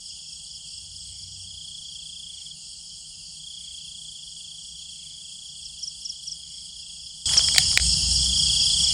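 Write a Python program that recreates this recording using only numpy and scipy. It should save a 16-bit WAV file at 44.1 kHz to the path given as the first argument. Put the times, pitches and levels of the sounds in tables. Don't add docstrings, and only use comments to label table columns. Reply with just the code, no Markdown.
import sys
import numpy as np
from scipy import signal
from scipy.fft import rfft, irfft
from scipy.io import wavfile

SR = 44100
rng = np.random.default_rng(int(sys.argv[2]) if len(sys.argv) > 2 else 0)


def dump_mix(stems):
    frames = np.atleast_2d(stems).T
    limited = np.clip(frames, -1, 1)
    pcm = np.round(limited * 32767).astype(np.int16)
    wavfile.write(sys.argv[1], SR, pcm)


N = 393813
TIME = np.arange(N) / SR
CUTOFF_HZ = 15800


def from_db(db):
    return 10 ** (np.asarray(db) / 20)


def rms_one(x):
    return x / np.sqrt(np.mean(x ** 2) + 1e-20)


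def add(out, s, sound):
    start = int(round(s * SR))
    first, last = max(start, 0), min(start + len(sound), N)
    if last > first:
        out[first:last] += sound[first - start:last - start]


def beats(first_s, every_s, count, slowing_s=0):
    k = np.arange(round(count))
    return first_s + every_s * k + slowing_s * k * (k - 1) / 2


def bump(s, width_s):
    return np.exp(-((TIME - s) / width_s) ** 2)


def drift(per_s):
    knots = rng.standard_normal(2000)
    return rms_one(np.interp(TIME * per_s, np.arange(len(knots)), knots))


def noise(spectrum):
    hz, db = np.transpose(spectrum)
    bins = np.maximum(np.fft.rfftfreq(N, 1 / SR), 1)
    gain = from_db(np.interp(np.log(bins), np.log(np.sort(hz)), db, left=-80, right=-80))
    return rms_one(irfft(rfft(rng.standard_normal(N)) * gain, N))


def scatter(x, wet_db, t60):
    t = TIME[:SR // 2]
    tail = rng.standard_normal(len(t)) * from_db(-60 * t / t60) * (t > .003)
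    tail /= np.linalg.norm(tail)
    return x + from_db(wet_db) * signal.fftconvolve(x, tail)[:N]


def add_stroke(out, s, db, hz, fall_hz, length, overtone_db=-45):
    t = np.arange(-length / 2, length / 2, 1 / SR)
    phase = 2 * np.pi * (hz * t - fall_hz * t ** 2 / (2 * length) + rng.random())
    overtone = from_db(overtone_db) * np.sin(2 * phase) * (2 * hz < CUTOFF_HZ)
    swell = np.cos(np.pi * t / length) ** 2
    add(out, s - length / 2, from_db(db) * swell * (np.sin(phase) + overtone))


def crowd(hz, fall_hz, length, per_s, spread=0.037):
    chance = rng.random((6000, 4))[:int(per_s * N / SR)]
    when, size, detune, turn = chance.T[:, :, None]
    t = np.arange(-length / 2, length / 2, 1 / SR)
    carrier_hz = hz * (1 + spread * np.sqrt(12) * (detune - .5))
    phase = carrier_hz * t - fall_hz * t ** 2 / (2 * length) + turn
    tone = np.sin((2 * np.pi * phase).astype(np.float32))
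    strokes = (1 + size) * np.cos(np.pi * t / length) ** 2 * tone
    at = (when * N).astype(int) + np.arange(len(t))
    return rms_one(np.bincount(at.ravel(), strokes.ravel(), N)[:N])


def engine(hz):
    wavering_hz = hz + 1.355 * drift(3)
    return from_db(1 + 2.4 * drift(5.3)) * np.sin(2 * np.pi * np.cumsum(wavering_hz) / SR)


# frequency in Hz, relative level in dB.
AIR_COLOUR = [(25, -8), (62, 2), (115, -10.5), (160, 0.5), (260, -22.5), (500, -28.5), (800, -21),
              (1050, -31.5), (1400, -29.5), (2000, -34.5), (10500, -23.5), (12300, -60), (14600, -28.5),
              (16000, -57)]
# time when nearest in seconds, half-width in seconds,
# relative level in dB, mean engine note in Hz.
PASSES = [(1.2, .45, -54, 93), (8.05, 0.63, -48.5, 62.3)]


def traffic():
    hum = from_db(-2) * noise([(45, -33), (56, -18.0), (63, 4.0), (70, -27.0), (85, -4.0), (110, -23.5),
                               (135, -13), (154, -16.5), (230, -31.0), (400, -43)])
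    air = from_db(-56.0) * noise(AIR_COLOUR)
    idle = from_db(-65.5) * (hum + engine(62.5))
    whine = from_db(-67) * engine(158.3)
    passing = sum(from_db(db) * bump(s, width_s) * (hum + engine(hz)) for s, width_s, db, hz in PASSES)
    return air + idle + whine + passing


# centre in Hz, fall over a stroke in Hz, stroke length in seconds,
# strokes per second, relative rms level in dB.
CROWDS = [(3079, 590, 0.03608, 110, -55), (4578, 1420, 0.0088, 250, -51), (6704, 410, 0.0087, 250, -55.5),
          (7570, 860, 0.01202, 560, -53.5)]
# time in seconds, level change in dB.
EAGERNESS = [(0, 1.5), (1.4, 3), (2.9, -2.5), (5.4, -2.5), (7.3, 6.5), (8.93, 5.5)]
# frequency in Hz, relative level in dB.
BLUR_COLOUR = [(2400, -24), (2650, -16.5), (2900, -2.5), (3300, 9.5), (3650, -12.5), (4050, -8.5),
               (4550, 5.5), (5300, 6), (5750, -1), (6100, -11), (6650, 8), (7150, 0), (8300, 1), (9300, 1),
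               (11200, -52)]


def chorus():
    crowds = sum(from_db(db) * crowd(hz, fall_hz, length, per_s)
                 for hz, fall_hz, length, per_s, db in CROWDS)
    field_db = -52.5 + np.interp(TIME, *np.transpose(EAGERNESS))
    field = from_db(field_db) * crowd(5066, 930, 0.022, 200, spread=0.034)
    blur = from_db(-44.0 + .5 * drift(24)) * noise(BLUR_COLOUR)
    return scatter(crowds + field + blur, wet_db=-7.5, t60=0.32)


# carrier in Hz, strokes per second, fall over a stroke in Hz,
# relative level in dB.
DRONES = [(4619, 73, 800, -49.5), (5556, 129, 950, -48.5), (5061, 36, 600, -49), (6848, 72, 500, -55),
          (8339, 110, 300, -59)]


def drones(waver_hz=5, flutter_db=-3.5):
    out = np.zeros(N)
    for hz, per_s, fall_hz, db in DRONES:
        cycle = (per_s * TIME + 0.036 * drift(4.3)) % 1 - .5
        waver = np.cumsum(waver_hz * drift(9)) / SR
        phase = hz * TIME + waver - fall_hz * cycle ** 2 / (2 * per_s)
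        strokes = np.cos(np.pi * cycle) ** 2 * np.sin(2 * np.pi * phase)
        out += from_db(db + flutter_db * drift(16)) * rms_one(strokes)
    return scatter(out, wet_db=-5.5, t60=0.033) * from_db(-8.0)


FAR_CALLS = [1.17, 2.39, 3.67, 5.08, 6.55, 8.9]


def far_caller(call_s=0.41, level_db=-69):
    calls = np.zeros(N)
    for s in FAR_CALLS:
        add(calls, s - call_s / 2, signal.windows.hann(int(call_s * SR)))
    return from_db(level_db) * calls * noise([(1700, -17), (2100, 0), (2350, 3), (2800, -6)])


# first stroke in seconds, number of strokes.
LOW_PHRASES = [(0.111, 4), (.66, 3), (1.361, 2), (1.949, 4), (2.568, 2), (3.141, 4), (3.67, 4), (4.398, 2),
               (4.82, 4), (5.231, 2), (5.6, 3), (5.92, 2), (6.829, 4), (7.86, 4), (8.48, 3)]


def low_cricket(gap_s=.066, level_db=-53.5):
    out = np.zeros(N)
    for s, strokes in LOW_PHRASES:
        for when in beats(s, gap_s, strokes):
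            db, hz = level_db + rng.normal(0, 1.2), 2780 + rng.normal(0, 25)
            add_stroke(out, when, db, hz, fall_hz=520, length=.045)
    return scatter(out, wet_db=-3, t60=0.7)


def raspers(rasp_s=0.29, buzz_s=0.74, rasp_db=-50, uneven_db=1.7):
    rasp, buzz = np.zeros(N), np.zeros(N)
    for s in beats(.058, .3353, count=28, slowing_s=-.0009):
        swell = signal.windows.tukey(int(rasp_s * SR), .7)
        add(rasp, s - rasp_s / 2, from_db(rasp_db + rng.normal(0, uneven_db)) * swell)
    for s in beats(3.26, 0.65, count=9):
        add(buzz, s - buzz_s / 2, signal.windows.tukey(int(buzz_s * SR), .5))
    rasping = crowd(8120, 900, .006, 500, spread=.035)
    core = from_db(-8) * noise([(8200, -31), (8330, -7), (8460, -8)])
    buzzing = from_db(-63.5) * crowd(9840, 900, 0.0058, 400, spread=0.029)
    return rasp * (rasping + core) + buzz * buzzing


# middle of the first burst in seconds, number of bursts.
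KATYDID_RUNS = [(.05, 10), (1.42, 59)]


def katydid(gap_s=.0083, count=11, level_db=-43.5, taper_db=5, image_db=-79.5):
    out, bursts = np.zeros(N), np.zeros(N)
    for first_s, size in KATYDID_RUNS:
        for middle in beats(first_s, .1282, size, slowing_s=.000133):
            add(bursts, middle - gap_s * count / 2, signal.windows.tukey(int(gap_s * count * SR)))
            for place in np.linspace(-1, 1, count):
                when = middle + place * gap_s * (count - 1) / 2 + rng.normal(0, 0.00025)
                db = level_db - taper_db * place ** 2 + rng.normal(0, 1.2)
                add_stroke(out, when, db, hz=9380 + rng.normal(0, 60), fall_hz=1400, length=.007)
    image = from_db(image_db) * bursts * noise([(13200, -10), (14600, 0), (15600, -15)])
    return scatter(out + image, wet_db=-8, t60=.06)


# first stroke in seconds, number of chirps,
# strokes per chirp, relative level in dB, middle carrier in Hz.
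BOUTS = [(.019, 6, 3, -38, 5130), (1.376, 1, 2, -43, 5330), (2.405, 3, 3, -46, 5100),
         (5.617, 1, 2, -32.5, 5380), (5.795, 3, 3, -25.5, 5460), (6.528, 3, 3, -42.5, 5150),
         (7.338, 1, 2, -26, 5430), (7.399, 4, 3, -38, 5180), (8.352, 3, 3, -38, 5220)]


def chirps():
    for first_s, count, strokes, db, hz in BOUTS:
        every_s = .2215 if db > -30 else .2258
        for s in beats(first_s, every_s, count):
            yield s, round(strokes), db, hz


def field_crickets(gap_s=.0425, opening_db=-10, diffuse_db=-38, near_db=-22):
    direct, diffuse = np.zeros(N), np.zeros(N)
    for s, strokes, db, hz in chirps():
        nearness_db = db - near_db
        add_stroke(direct, s, db + opening_db, hz, fall_hz=1750, length=0.023,
                   overtone_db=-5.5 + nearness_db)
        for k in range(1, strokes):
            stroke_db = db + 2 - .1 * nearness_db + rng.normal(0, .8)
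            add_stroke(direct, s + k * gap_s, stroke_db, hz + rng.normal(0, 30), fall_hz=1750,
                       length=.028, overtone_db=-33)
        scattered_db = diffuse_db + 0.057 * (db - diffuse_db)
        for k in range(strokes):
            add_stroke(diffuse, s + k * gap_s, scattered_db, 5317, fall_hz=1160, length=.028)
    direct = signal.sosfilt(signal.butter(8, 10500, fs=SR, output="sos"), direct)
    tail_only = scatter(diffuse, wet_db=-2.5, t60=0.22) - diffuse
    return scatter(direct, wet_db=-16, t60=0.2) + tail_only


# first stroke in seconds, number of strokes,
# strokes per second when it does not falter.
TRILLS = [(.024, 71, 29.0), (3.373, 119, 29.3), (8.198, 22, 29.6)]
# time in seconds, relative stroke level in dB.
TRILL_EFFORT = [(0, -41), (1.3, -40.5), (1.6, -33), (3.6, -33.5), (6.5, -38.5), (7.6, -37), (8.4, -35)]
# middle in seconds, share of its speed lost.
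FALTERS = [(1.29, .205), (2.49, .31), (4.31, .275), (5.13, .105), (5.84, .28), (6.58, .11), (7.23, .15),
           (7.57, .25)]
# first stroke in seconds, number of strokes.
IDLING = [(2.665, 2), (2.912, 3), (7.69, 5)]


def triller(falter_s=.11, idle_gap_s=.071, idle_db=-45.5, warm_up_db=6.5, warm_up_s=.043):
    speed = 1 - sum(lost * bump(s, falter_s) for s, lost in FALTERS)
    progress = np.cumsum(speed) / SR
    strokes = [(when, idle_db) for s, count in IDLING for when in beats(s, idle_gap_s, count)]
    for s, count, per_s in TRILLS:
        start = np.interp(s, TIME, progress)
        when = np.interp(beats(start, 1 / per_s, count), progress, TIME)
        effort_db = np.interp(when, *np.transpose(TRILL_EFFORT))
        strokes += zip(when, effort_db - warm_up_db * np.exp((s - when) / warm_up_s))
    out = np.zeros(N)
    for when, db in strokes:
        add_stroke(out, when, db + rng.normal(0, .5), hz=3300 + rng.normal(0, 12), fall_hz=540, length=.029)
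    echo = from_db(-13) * np.interp(TIME - .0065, TIME, out)
    return scatter(out + echo, wet_db=-13, t60=.15)


def soften(force, hard_hz):
    return signal.sosfilt(signal.butter(1, min(hard_hz, SR / 2.2), fs=SR, output="sos"), force + 1e-18)


def snap(s, db, hard_hz, knock):
    contact = soften(from_db(db) * signal.unit_impulse(N, int(s * SR)), hard_hz)
    return contact + knock * signal.lfilter(*signal.iirpeak(2340, 4.7, fs=SR), contact)


# start in seconds, relative strength in dB.
TAPS = [(7.292, -14), (7.322, -18), (7.336, -17), (7.369, -8.5), (7.393, -10), (7.485, -9), (7.547, -8),
        (7.561, -6), (7.716, -20), (7.73, -16.5), (7.798, -11.5)]
# time in seconds, strength in dB, hardness in Hz,
# share of dull knock.
SWITCH = [(7.582, 7.5, 6540, 0.11), (7.5847, -7.5, 6000, 0.27), (7.7747, 1.5, 2210, 1.26),
          (7.7768, -14, 4000, 0.28)]
# frequency in Hz, gain in dB,
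# time to fall 60 dB in seconds.
SHELL = [(744, -37, 0.07), (1610, -31, 0.0083), (2000, 3.5, 0.0029), (4080, 7.5, 0.0035), (4690, 6, 0.004),
         (7430, 9.5, 0.0024), (10300, -32, .003)]


def lamp(slips_per_s=220):
    slide = np.interp(TIME, [7.25, 7.34, 7.44, 7.57, 7.85], [0.001, 0.66, 0.2, 0.16, 0.075])
    slips = (rng.random(N) < slips_per_s / SR) * rng.standard_normal(N)
    touch = from_db(-22.0) * slide * slips
    for s, db in TAPS:
        grit = rng.standard_normal(SR // 20) * np.exp(-TIME[:SR // 20] / .0018)
        add(touch, s, from_db(db + 1.5) * grit / np.linalg.norm(grit))
    force = soften(touch, hard_hz=850)
    force += sum(snap(*row) for row in SWITCH)
    ringing = np.zeros(N)
    for k, (hz, db, t60) in enumerate(SHELL):
        r, w = from_db(-60 / (t60 * SR)), 2 * np.pi * hz / SR
        mode = signal.lfilter([0, np.sin(w)], [1, -2 * r * np.cos(w), r * r], force)
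        ringing += (-1) ** k * from_db(db) * mode
    brushing = noise([(200, -16), (500, -2.5), (750, 5), (1100, 3), (1500, -1.5), (2600, -9), (5000, -25)])
    rub = from_db(-37.5 + 2 * drift(140)) * slide * brushing
    return scatter(ringing, wet_db=-27.0, t60=0.37) + rub


STEP_S, STEP_DB = 7.2565, 17.5


def scene():
    night = traffic() + chorus() + drones() + far_caller() + low_cricket()
    night += raspers() + katydid() + field_crickets() + triller()
    night_db = np.interp(TIME, [7.775, 7.781, 7.797, 7.799], [-1.5, -8.5, -10.0, -1.5])
    night_db += STEP_DB * (TIME >= STEP_S)
    return (night * from_db(night_db) + lamp())[None]


def record(dry):
    clipped = dry / (1 + (dry / 1.05) ** 6) ** (1 / 6)
    return signal.sosfilt(signal.ellip(10, .1, 80, CUTOFF_HZ, fs=SR, output="sos"), clipped)


dry = scene()
out = record(dry)
dump_mix(out)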